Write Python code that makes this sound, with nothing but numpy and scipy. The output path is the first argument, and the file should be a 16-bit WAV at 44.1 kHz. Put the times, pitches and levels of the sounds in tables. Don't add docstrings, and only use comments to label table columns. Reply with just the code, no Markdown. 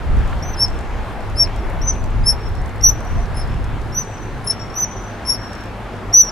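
import sys
import numpy as np
from scipy import signal
from scipy.io import wavfile
from scipy.ndimage import uniform_filter1d, minimum_filter1d

SR = 44100
rng = np.random.default_rng(int(sys.argv[2]) if len(sys.argv) > 2 else 0)


def elevation(decibels):
    levels = np.asarray(decibels, float)
    return 10 ** (levels / 20)


def generate_wav(signal):
    frames = np.transpose(np.atleast_2d(signal))
    scaled = np.clip(frames, -1, 1) * 32767
    pcm = np.round(scaled).astype(np.int16)
    wavfile.write(sys.argv[1], SR, pcm)


N = 278271

# frequency in Hz, level in dB per Hz.
RIVER_SPECTRUM = [(71, -18), (120, -11), (220, -8), (264, -14), (357, -9.5), (455, -14), (770, -12),
                  (1760, -20), (5350, -40), (13600, -51), (15000, -70)]
# frequency in Hz, left-right correlation 0-1.
RIVER_LIKENESS = [(100, 1), (250, 0.83), (400, 0.89), (600, 0.91), (1200, 0.86), (2500, 0.64), (6000, 0.53),
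                  (12000, 0.056)]
# time in s, level in dB.
RIVER_FLOW = [(0, -34), (.3, -31.5), (.7, -32.5), (1.2, -33), (1.7, -32), (2.1, -34), (2.5, -34),
              (3.2, -33), (4.1, -34), (5.0, -33.5), (5.95, -33.5), (6.31, -33)]
# time in s, level in dB.
WIND_GUSTS = [(0.0, -24), (0.1, -12.5), (0.24, -19.5), (1.28, -29), (1.44, -23), (1.54, -25.5),
              (1.67, -20.5), (2.09, -24.5), (2.3, -17), (2.44, -31), (2.49, -19), (2.79, -27.5),
              (2.9, -14.5), (2.99, -23), (3.85, -21.5), (3.99, -31.5), (6.27, -40), (6.31, -36)]
# time in s, change in dB, half width in s.
WIND_BUFFETS = [(.05, -4.5, 0.039), (.25, 2, 0.035), (.6, -3.5, 0.072), (.97, 2, 0.046), (1.15, 2.5, 0.033),
                (1.38, 3, 0.078), (1.65, 0, .04), (1.82, 3, 0.056), (1.95, 0, .04), (2.06, 2.5, .04),
                (2.2, 4, .04), (2.45, 2.5, 0.052), (2.92, -3.5, .03), (3.15, 3, 0.055), (3.53, 6, 0.06),
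                (3.93, 0.5, .04), (4.2, -1.5, 0.076), (6.1, 3.5, .15)]
# frequency in Hz, width in Hz, level in dB, start in s, end in s.
MACHINE_HUMS = [
    (44, 6, -35, 4.75, 7.6),
    (63.1, 5.3, -37, 5.2, 7.1),
    (105.8, 9.7, -33, 0.2, 3.9),
    (106, 13, -35, 3.9, 6.4),
    (132.4, 4.5, -37.5, 3.2, 4.7),
    (215.3, 11.4, -49, 2.4, 5.83),
    (240, 2.9, -46, 0.1, 7.5),
]
# time in s, peak in dB, above 10 kHz relative in dB, left minus right in dB.
TWIG_TICKS = [(0.169, -54, -12, -12), (0.188, -54, -18, -12), (0.31, -55, -15, -10), (2.461, -59, -20, 5),
              (2.616, -54, -22, -8), (2.68, -57, 0, -10), (2.78, -56, -8, 5), (5.58, -59, -12, -8),
              (0.7427, -53, -18, 1), (1.2057, -56, -20.5, 15), (1.299, -53, -8.5, 12), (1.44, -43, -15, 4),
              (1.5616, -49, -10, -15), (1.6992, -53, -6, 13), (2.105, -53, -15, 2), (2.4892, -55, -3, 9),
              (2.6594, -50, -8, -15), (2.6933, -51, -28, 7), (2.7586, -52, -3, 5), (2.812, -47, -16, 4),
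              (2.91, -45, -22, 2), (3.0051, -52, -9, 18), (3.0494, -56, -1, 12), (3.4745, -54, -26, 8),
              (3.5418, -55, -22, 10), (3.6421, -50, -12, 6), (3.815, -52, -28, 12), (4.0467, -50, -23, 16),
              (4.5121, -41, -43, -1), (4.8005, -44, -22, 5), (5.6077, -52, -12.5, 2),
              (5.9653, -57, -18, 5.5), (6.2164, -33.5, -22, -1)]
TWIG_KNOCKS = [
    (0.2764, -51, -13, -17),
    (0.6818, -49, -19.5, -13),
    (0.7891, -48.5, -11, -14),
    (1.4744, -53, -19, 0),
    (1.934, -50, -22, -11),
    (2.0403, -48.5, -9, -15),
    (2.552, -51, -12, -14),
    (5.5318, -46, -30, -12),
    (5.638, -48.5, -11, -14),
    (6.2507, -48, -19, -9),
]
# time in s, level in dB, pitch in Hz, T60 in s.
WATER_GLUGS = [
    (.32, -26, 1360, 0.1),
    (2.32, -23, 930, 0.15),
    (2.325, -23, 810, 0.082),
    (2.41, -22, 448, 0.055),
    (3.055, -21, 720, 0.083),
    (3.17, -21.5, 678, 0.21),
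    (6.11, -18, 700, 0.05),
    (5.94, -14, 475, 0.016),
]
# time in s, peak in dB, centre in Hz,
# width in Hz.
DROP_PLOPS = [
    (0.329, -25.5, 2400, 1900),
    (0.328, -23, 1600, 900),
    (1.4732, -24, 1700, 2200),
    (1.455, -33, 1600, 2000),
    (1.953, -40, 3600, 1500),
    (3.256, -37, 5280, 2490),
    (4.181, -40, 5100, 1400),
    (4.523, -27, 5000, 4500),
]
# start in s, end in s.
CALL_SPANS = [(.423, .553), (.566, .668), (1.357, 1.465), (1.814, 1.93), (2.237, 2.338), (2.809, 2.919),
              (3.343, 3.432), (3.921, 4.04), (4.442, 4.545), (4.738, 4.864), (5.25, 5.363), (6.126, 6.246),
              (6.19, 6.307), (4.47, 4.538)]
# top pitch in Hz, pitch rise time in s, share by which the pitch starts low,
# level in dB once the throat is open, how far the octave follows the level 0-1.
CALL_VOICES = [(6120, 0.016, .14, -38.5, .7), (5600, 0.031, 0.12, -18, 0.9), (5604, 0.02, 0.16, -9, 0.7),
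               (6120, 0.019, 0.12, -15, 0.06), (5470, .02, 0.13, -14, 1), (5985, 0.03, 0.11, -6, 0.74),
               (5440, 0.038, 0.069, -36.5, 0.9), (6066, 0.022, 0.17, -16.5, 0.76),
               (5402, .018, 0.081, -22, 0.6), (6070, 0.0184, 0.12, -24.5, 1),
               (5565, 0.0209, 0.063, -13.5, 0.7), (6014, 0.018, 0.099, -5.5, 1),
               (5820, 0.034, .13, -33.5, .7), (5554, 0.0069, 0.025, -10, 0.65)]
# soft lead-in in s, attack in s, hold in s, swell over the hold in dB,
# lead-in relative level in dB.
CALL_EFFORTS = [(.012, 0.029, 0.1, 7.5, 6), (0.017, 0.021, 0.029, 8.5, -22), (0.012, 0.034, 0.028, -2, -25),
                (0.05, 0.02, .025, -1.5, -17), (0.016, 0.016, 0.034, 2.5, -27.5),
                (0.016, 0.016, 0.055, -4.5, -22.5), (0.022, 0.0066, 0.051, 0, -11.5),
                (0.0065, 0.044, 0.039, -7, -27), (0.029, 0.0031, 0.038, 10, -27),
                (0.016, 0.012, 0.077, 9, -12.5), (0.006, 0.046, 0.043, -5.5, -24),
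                (0.0047, 0.012, 0.07, 7.5, -22), (0.0066, .027, 0.12, 8, 1),
                (0.0019, 0.0067, 0.0072, -1, -30)]
# release in dB per s, share the pitch sags before the end, sag time in s,
# share it falls as the throat shuts, octave swell over the call in dB.
CALL_ENDINGS = [(300, .03, 0.016, .22, -2), (796, 0.053, 0.0106, 0.14, -14.5),
                (840, 0.108, 0.0098, 0.24, -5), (1300, 0.032, 0.011, 0.24, -12),
                (600, 0.016, 0.0035, 0.098, 3), (1500, 0.012, 0.0021, 0.19, 18),
                (500, 0.025, 0.0048, 0.09, -13), (600, 0.022, 0.0085, 0.3, -15),
                (700, .005, 0.0076, .11, -5), (1600, 0.041, 0.0147, 0.19, -9),
                (600, 0.031, 0.01, 0.198, -3), (753, 0.035, 0.012, 0.11, 7), (700, 0.049, 0.0097, .16, -2),
                (700, 0.017, 0.0054, .2, 4)]
# third harmonic relative in dB, rasp of air relative to the octave in dB.
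CALL_EDGES = [(-2, -22), (18.5, -17.5), (3, -17), (-2, -22), (-3.5, -23), (-2, -26.5), (-4, -22), (-2, -24),
              (7.5, -23), (-2, -26), (-6, -24), (-2, -20), (-2, -22.5), (-2, -22)]
# octave relative in dB, left minus right in dB, near scatter in dB,
# bank echo in dB, far trees in dB.
CALL_HEADINGS = [(-21, 1.5, -18, -34, -34), (-19, 2, -12.5, -49, -38), (-24.5, 2.5, -14.5, -56, -40),
                 (-46, 2, -10, -34, -30), (-11.5, 2.5, -13.5, -65, -29.5), (-23, 0.5, -10.5, -62, -35),
                 (-8.5, 4.5, -8, -23.5, -18), (-24.5, 1.5, -10.5, -40, -21.5), (-7.5, 4, -26, -57, -62),
                 (-22, 1.5, -17, -27, -20), (-15.5, 4, -7.5, -30, -23), (-27.5, 1, -14.5, -40, -53.5),
                 (-31, 1, -33, -39, -42.5), (-22, 5.5, -2.5, -24, -23.5)]
# time in s, change in dB, half width in s.
VOICE_CATCHES = [(.449, -7, 0.0055), (0.522, -16, 0.013), (1.363, -10, .003), (1.392, -5, .004),
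                 (1.837, -4, .006), (1.867, -12, 0.0013), (1.915, -21, 0.0033), (2.819, -18, 0.0053),
                 (2.833, -7, .003), (4.458, -8, .003), (4.493, -15.5, 0.0083), (4.751, -14, 0.0027),
                 (4.792, -8, 0.0059), (4.815, -8, 0.0025), (5.333, -4, 0.0023), (5.343, -16, 0.0032),
                 (3.365, -3, 0.0036), (3.389, -8, 0.0034), (3.423, 2, 0.0027), (3.94, -7, .006),
                 (4.004, -4, 0.0035), (5.311, -3, 0.0027), (2.905, -16, 0.0017), (.582, 8, .005),
                 (.638, -0.5, 0.0063), (0.649, 8.5, .004), (1.439, -5, 0.0017), (1.458, -5, 0.0062),
                 (1.928, -9, .005), (2.247, 3, .006), (2.29, 1.5, 0.004), (2.312, -1.5, .008),
                 (2.336, -9, .005), (2.916, -3, .005), (.665, -1, .005), (2.845, -1, .008),
                 (3.415, 2, .006), (3.965, -3, .008), (3.972, -2, .006), (3.985, 2, .006),
                 (3.997, -1, .005), (3.93, 3, .006), (4.034, -4, .005), (4.472, 6, .002),
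                 (4.501, 6, 0.0035), (4.517, -7, 0.0066), (4.79, 6, .006), (4.859, -8, .007),
                 (5.322, -2.5, .007), (5.358, -7, 0.0098), (6.229, -6, .005), (6.244, -5, 0.0065),
                 (6.303, -4, 0.0046)]
# time in s, change in dB, half width in s.
OCTAVE_BREAKS = [(.578, -12, .003), (.63, -3, .01), (.65, 8, 0.0086), (1.41, 1, .008), (1.435, -4, .003),
                 (1.842, -10, .003), (1.852, 6, .006), (1.864, -8, .003), (2.245, -3, .006),
                 (2.31, 5, .008), (2.838, -10, .003), (3.36, -9, 0.0037), (3.385, 6, .01),
                 (3.929, -11, .01), (3.99, -10, .003), (4.455, 1, .008), (4.742, -10, .005),
                 (4.79, -12, .004), (4.815, 4, .008), (4.857, -10, .006), (5.258, -16, .004),
                 (5.305, 6.5, 0.011), (5.355, -18, 0.013), (6.162, -13, .003), (6.213, -2, .003)]
# time in s, shift in Hz, half width in s.
PITCH_BENDS = [(.47, -43, 0.0088), (.575, 41, 0.011), (1.365, 64, 0.01), (1.442, -130, 0.0055),
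               (1.838, 50, 0.0065), (1.856, 86, 0.011), (1.89, -26, 0.013), (1.925, -100, .005),
               (2.244, 69, 0.018), (2.291, 54, 0.0048), (2.3, -18, 0.0034), (2.312, 61, 0.0036),
               (2.83, 65, 0.0051), (2.842, 39, .004), (3.36, -46, 0.0066), (3.415, 30, 0.01),
               (3.922, 170, 0.0074), (3.95, 50, .004), (4.02, -30, .008), (4.455, 59, 0.011),
               (4.74, 200, 0.007), (4.812, 61, 0.0053), (4.828, 29, 0.012), (5.258, 60, 0.004),
               (5.29, -20, 0.011), (5.335, 47, 0.0055), (6.135, -50, 0.0063), (6.215, -33, 0.011)]
# time in s, level under the tone in dB, half width in s.
FOLD_RATTLES = [(.605, -34, .01), (.65, -28, .008), (1.40, -32, .01), (1.443, -16, 0.0054),
                (1.876, -20, .006), (2.275, -37, 0.01), (2.30, -27, .012), (2.838, -38, .006),
                (2.885, -29, 0.021), (3.36, -14, .012), (3.40, -18, .015), (3.95, -11, .004),
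                (4.0, -17, .005), (4.512, -26, 0.007), (4.802, -20, 0.011), (5.28, -27, .008),
                (5.315, -25, 0.0099), (5.34, -18, 0.009), (6.15, -30.5, 0.014), (6.218, -24.5, 0.0046)]
PORT_LEAD_RAD = [0.39, -0.66]
# time in s, change in dB, half width in s.
TAIL_PATCHES = [(.7, 2, .015), (.76, 1, .04), (.88, -3, .02), (1.0, -2, .03), (1.52, -12, 0.032),
                (1.585, 6, .015), (1.65, 7, .015), (1.7, -6, .03), (1.98, 3, .03), (2.03, -9, .015),
                (2.11, -3, .03), (2.38, -12, 0.021), (2.48, 3.5, 0.037), (2.571, 5, .02), (2.63, -4, .02),
                (2.7, -8, .02), (.83, 4, .02), (2.96, 5, .01), (3.03, -5, .02), (3.1, -1, .015),
                (3.22, 10, .03), (4.11, -1, .03), (4.18, 1, .02), (4.24, 2, .02), (4.33, -1, .025),
                (4.41, -3, .03), (4.565, -5, 0.014), (4.6, 3, .01), (4.68, 4, 0.027), (4.95, -10, 0.01),
                (5.12, 0, 0.026), (5.19, -1, .02), (5.4, -6, .022), (5.44, 3, 0.0086), (5.49, 4, 0.022),
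                (5.555, 2, .035), (5.63, 5, 0.022), (5.69, 5, 0.022), (4.79, 11.5, .05)]
# time in s, pitch in Hz, level in dB.
BIRD_WHISTLE = [
    (3.99, 8420, -76),
    (4.02, 8300, -64),
    (4.05, 8230, -64),
    (4.075, 8330, -64),
    (4.092, 8060, -63),
    (4.125, 7990, -63),
    (4.165, 7920, -59),
    (4.18, 7780, -72),
]
# frequency of the tone in Hz, level below it that is hidden in dB.
HIDING_REACH = [(5000, -43), (7000, -43), (10000, -27), (13000, -27)]

REBOUND_S, REBOUND_DB, REBOUND_DULL_DB = .02, -5, -4
ONSET_S, ONSET_DB = 0.0028, -8.5
RISE_CURVE = 0.896
SHUT_S, SHUT_DB, OCTAVE_SHUT_DB = 0.013, -14, -30
OCTAVE_LEAD_S, OCTAVE_PAN_DB, OCTAVE_WAVER_DB = 0.0057, 2, 2
NEAR_T60_S, BANK_S, FAR_T60_S, FAR_END_S = 0.11, 0.134, 1.27, .43
CHANGE_S, CHANGE_FADE_S = 4.521, .0008
QUIET_TOP_HZ = 14300


def unit(x):
    return x / np.sqrt(np.mean(x ** 2))


def curve(table):
    s, *columns = np.transpose(table)
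    return [np.interp(np.arange(N) / SR, s, c) for c in columns]


def on_log(table, hz):
    table_hz, values = np.transpose(table)
    return np.interp(np.log(hz), np.log(table_hz), values)


def bumps(t, table):
    return sum(size * np.exp(-((t - s) / half) ** 2) for s, size, half in table)


def between(start, end, fade):
    t = np.arange(N) / SR
    return np.clip(np.minimum(t - start, end - t) / fade, 0, 1)


def band(x, hz, width_hz):
    edges = np.clip([hz - width_hz / 2, hz + width_hz / 2], 5, .49 * SR)
    return signal.sosfilt(signal.butter(2, edges, "band", fs=SR, output="sos"), x)


def steep_band(x, hz, width_hz):
    return band(band(x, hz, width_hz), hz, width_hz)


def walk(rate):
    k = int(SR / rate)
    held = np.repeat(rng.standard_normal(N // k + 1), k)
    return 1.3 * uniform_filter1d(uniform_filter1d(held, k), k)[:N]


def pan(x, db):
    return x * elevation(np.array([db, -db]) / 2).reshape(2, -1)


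def pair(likeness):
    mid, side = rng.standard_normal((2, N))
    c = np.clip(likeness, 0, 1)
    return np.sqrt((1 + c) / 2) * mid + np.sqrt((1 - c) / 2) * side * np.array([[1], [-1]])


def river():
    out, low_swell, high_swell = 0, walk(2.94), walk(4.3)
    for hz in 100 * 2 ** np.arange(0, 7.3, 1 / 3):
        share = np.log2(hz / 100) / 7.3
        swell = (1 - share) * low_swell + share * high_swell
        db = on_log(RIVER_SPECTRUM, hz) + .35 * swell + 1.2 * walk(14)
        out = out + elevation(db) * band(pair(on_log(RIVER_LIKENESS, hz)), hz, 0.24 * hz)
    return pan(unit(out) * elevation(curve(RIVER_FLOW)[0] + 2.0), 1.0)


def wind():
    buffet_db = bumps(np.arange(N) / SR, WIND_BUFFETS)
    lumps = elevation(curve(WIND_GUSTS)[0] + buffet_db + 1.8 * walk(9) - .3)
    thump = unit(band(pair(.62), 40.4, 43.4))
    flutter = unit(band(pair(.3), 57.0, 80))
    return lumps * (thump + elevation(-6) * flutter)


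def hum():
    out = 0
    for hz, width, db, start, end in MACHINE_HUMS:
        out = out + elevation(db) * between(start, end, 0.031) * unit(band(pair(1.0), hz, width))
    return out


def twigs():
    out, t = np.zeros((2, N + SR)), np.arange(700) / SR
    shape = np.exp(-t / 0.0024) + .35 * np.exp(-t / .006)
    rebounds = [(s + REBOUND_S, db + REBOUND_DB, top_db + REBOUND_DULL_DB, pan_db)
                for s, db, top_db, pan_db in TWIG_KNOCKS]
    for s, db, top_db, pan_db in [*TWIG_TICKS, *TWIG_KNOCKS, *rebounds]:
        burst = shape * rng.standard_normal(len(t))
        tick = band(burst, 6000, 4800) + elevation(top_db + 1.0) * steep_band(burst, 12900, 4800)
        tick = steep_band(tick, 9300, 13400)
        i = int(s * SR)
        out[:, i:i + len(t)] += pan(tick * elevation(db + 12.5) / np.abs(tick).max(), pan_db)
    return out[:, :N]


def glugs():
    out, t = np.zeros(N + SR), np.arange(9000) / SR
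    for s, db, hz, t60 in WATER_GLUGS:
        i = int(s * SR)
        ring = elevation(db - 60 * t / t60) * (1 - np.exp(-t / (0.075 * t60)))
        out[i:i + len(t)] += ring * np.sin(2 * np.pi * hz * t * (1 + 0.39 * t))
    return out[:N]


def plops():
    out, t = np.zeros(N + SR), np.arange(500) / SR
    for s, db, hz, width in DROP_PLOPS:
        burst = steep_band(np.exp(-t / .003) * rng.standard_normal(len(t)), hz, width)
        i = int(s * SR)
        out[i:i + len(t)] += elevation(db) * burst / np.abs(burst).max()
    return out[:N]


def contour(start, end, top_hz, rise_s, rise, lead_s, attack_s, hold_s, swell_db, lead_db,
            release_db_per_s, sag, sag_s, fall):
    t = np.arange(0, end - start, 1 / SR)
    knee = end - start - SHUT_S
    held = min(lead_s + attack_s + hold_s, knee - 1 / SR)
    shutting = np.clip((t - knee) / SHUT_S, 0, 1)
    below = rise * np.exp(-(t / rise_s) ** RISE_CURVE)
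    below += sag * np.exp(np.minimum(t - knee, 0) / sag_s)
    below += fall * shutting ** 1.6
    times = [0, min(ONSET_S, lead_s), lead_s, lead_s + attack_s, held, knee]
    released_db = swell_db - release_db_per_s * (knee - held)
    steps = [lead_db + ONSET_DB, lead_db, lead_db, 0, swell_db, released_db]
    return t, top_hz * (1 - below), lambda early: np.interp(t + early, times, steps), shutting


def whistle(span, voice, effort, ending, octave_db, pan_db, third_db, rasp_db):
    *tune, level_db, follow = voice
    *release, octave_swell_db = ending
    t, pitch, push, shutting = contour(*span, *tune, *effort, *release)
    clock = span[0] + t
    pitch = pitch + bumps(clock, PITCH_BENDS)
    phase = 2 * np.pi * np.cumsum(uniform_filter1d(pitch, size=220)) / SR

    base_db = level_db + push(0) + bumps(clock, VOICE_CATCHES) + SHUT_DB * shutting
    high_db = level_db + octave_db + follow * push(OCTAVE_LEAD_S) + octave_swell_db * (t / t[-1] - .5)
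    high_db = high_db + OCTAVE_SHUT_DB * shutting + bumps(clock, OCTAVE_BREAKS)
    edge = np.clip(np.minimum(t - t[0], t[-1] - t) / .002, 0, 1)
    base, octave = [np.sqrt(2) * edge * elevation(uniform_filter1d(db, size=90)) for db in (base_db, high_db)]
    flutter, waver, rough, grit = rng.standard_normal((4, len(t)))
    octave = octave * elevation(OCTAVE_WAVER_DB * unit(band(waver, 70, 100)))

    ports = np.array([[.5], [-.5]])
    tone = pan(base * np.sin(phase + ports * PORT_LEAD_RAD[0]), pan_db)
    tone += pan(octave * np.sin(2 * phase + ports * PORT_LEAD_RAD[1]), pan_db + OCTAVE_PAN_DB)
    rattle = bumps(clock, [(s, elevation(db), half) for s, db, half in FOLD_RATTLES])
    shimmer = 1 + elevation(-38) * unit(band(flutter, 250, 350)) + rattle * unit(steep_band(rough, 520, 760))

    air = rng.standard_normal((2, len(t)))
    rasp = elevation(rasp_db) * octave * unit(steep_band(air, 10100, 4400))
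    halo = elevation(-23) * octave * unit(steep_band(grit, pitch.max() + 450, 1500))
    third = elevation(third_db) * steep_band(octave ** 2 * np.sin(3 * phase), 15580, 520)
    return shimmer * tone + rasp + halo + third


def scatter(near_db, bank_db, far_db):
    t = np.arange(int(.6 * SR)) / SR
    near = elevation(-60 * t / NEAR_T60_S) * np.clip(t / 0.0041, 0, 1)
    bank = np.exp(-((t - BANK_S) / .014) ** 2)
    far = elevation(-60 * t / FAR_T60_S) * np.clip(t / 0.064, 0, 1) / (1 + np.exp((t - FAR_END_S) / .03))
    far = far * elevation(5 * unit(uniform_filter1d(rng.standard_normal(len(t)), size=350)))
    near, bank, far = [x / np.linalg.norm(x) for x in (near, bank, far)]
    own, common = rng.standard_normal((2, len(t))), rng.standard_normal(len(t))
    leaves = 1.2 * own + 0.37 * common
    close = elevation(near_db) * signal.lfilter([1, -.7], [1], near * leaves)
    return close + band((elevation(bank_db) * bank + elevation(far_db) * far) * leaves, 5700, 5800)


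def otters():
    out = np.zeros((2, N + SR))
    calls = zip(CALL_SPANS, CALL_VOICES, CALL_EFFORTS, CALL_ENDINGS, CALL_EDGES, CALL_HEADINGS)
    for k, (span, voice, effort, ending, edges, heading) in enumerate(calls):
        octave_db, pan_db, *room_db = heading
        call = whistle(span, voice, effort, ending, octave_db, pan_db, *edges)
        heard = signal.fftconvolve(call, scatter(*room_db), axes=1)
        i = int(span[0] * SR)
        clock = (np.arange(heard.shape[1]) + i) / SR
        heard *= elevation(bumps(clock, TAIL_PATCHES))
        heard[:, :call.shape[1]] += call
        if span[0] < CHANGE_S < span[1]:
            after = np.clip((clock - CHANGE_S) / CHANGE_FADE_S, 0, 1)
            heard *= after if k == len(CALL_SPANS) - 1 else 1 - after
        out[:, i:i + heard.shape[1]] += heard
    return out[:, :N]


def bird():
    hz, db = curve(BIRD_WHISTLE)
    level = elevation(db + 3 + 2.5 * walk(46)) * between(BIRD_WHISTLE[0][0], BIRD_WHISTLE[-1][0], .01)
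    return level * np.sin(2 * np.pi * np.cumsum(hz + 60 * walk(150)) / SR)


def scene():
    return river() + wind() + hum() + twigs() + glugs() + plops() + otters() + bird()


def masking(x):
    hz, _, z = signal.stft(x, SR, "blackmanharris", nperseg=1024, noverlap=704)
    width = 8
    bands = np.abs(z[:, :-1].reshape(len(x), -1, width, z.shape[2]))
    level = 10 * np.log10(np.mean(bands ** 2, axis=2) + 1e-18)
    edge = hz[:-1:width, None] + 1
    fall = -1.1 * np.arange(len(edge))[:, None]
    hidden = np.maximum.accumulate(level + on_log(HIDING_REACH, edge) - fall, axis=1) + fall
    hidden = -minimum_filter1d(-hidden, size=4, axis=2)
    audible = (level > hidden) & ((level > -86) | (edge < QUIET_TOP_HZ))
    keep = audible | (edge < 6000)
    z[:, :-1] *= np.repeat(keep, width, axis=1)
    return signal.istft(z, SR, "blackmanharris", nperseg=1024, noverlap=704)[1][:, :N]


def top_cut(x):
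    return signal.sosfilt(signal.butter(12, 15880, fs=SR, output="sos"), x)


def record(dry):
    peak = -minimum_filter1d(-np.abs(dry).max(axis=0), size=900)
    gain = uniform_filter1d(np.minimum(1, .92 / peak), size=450)
    return top_cut(masking(dry * gain))


dry = scene()
out = record(dry)
generate_wav(out)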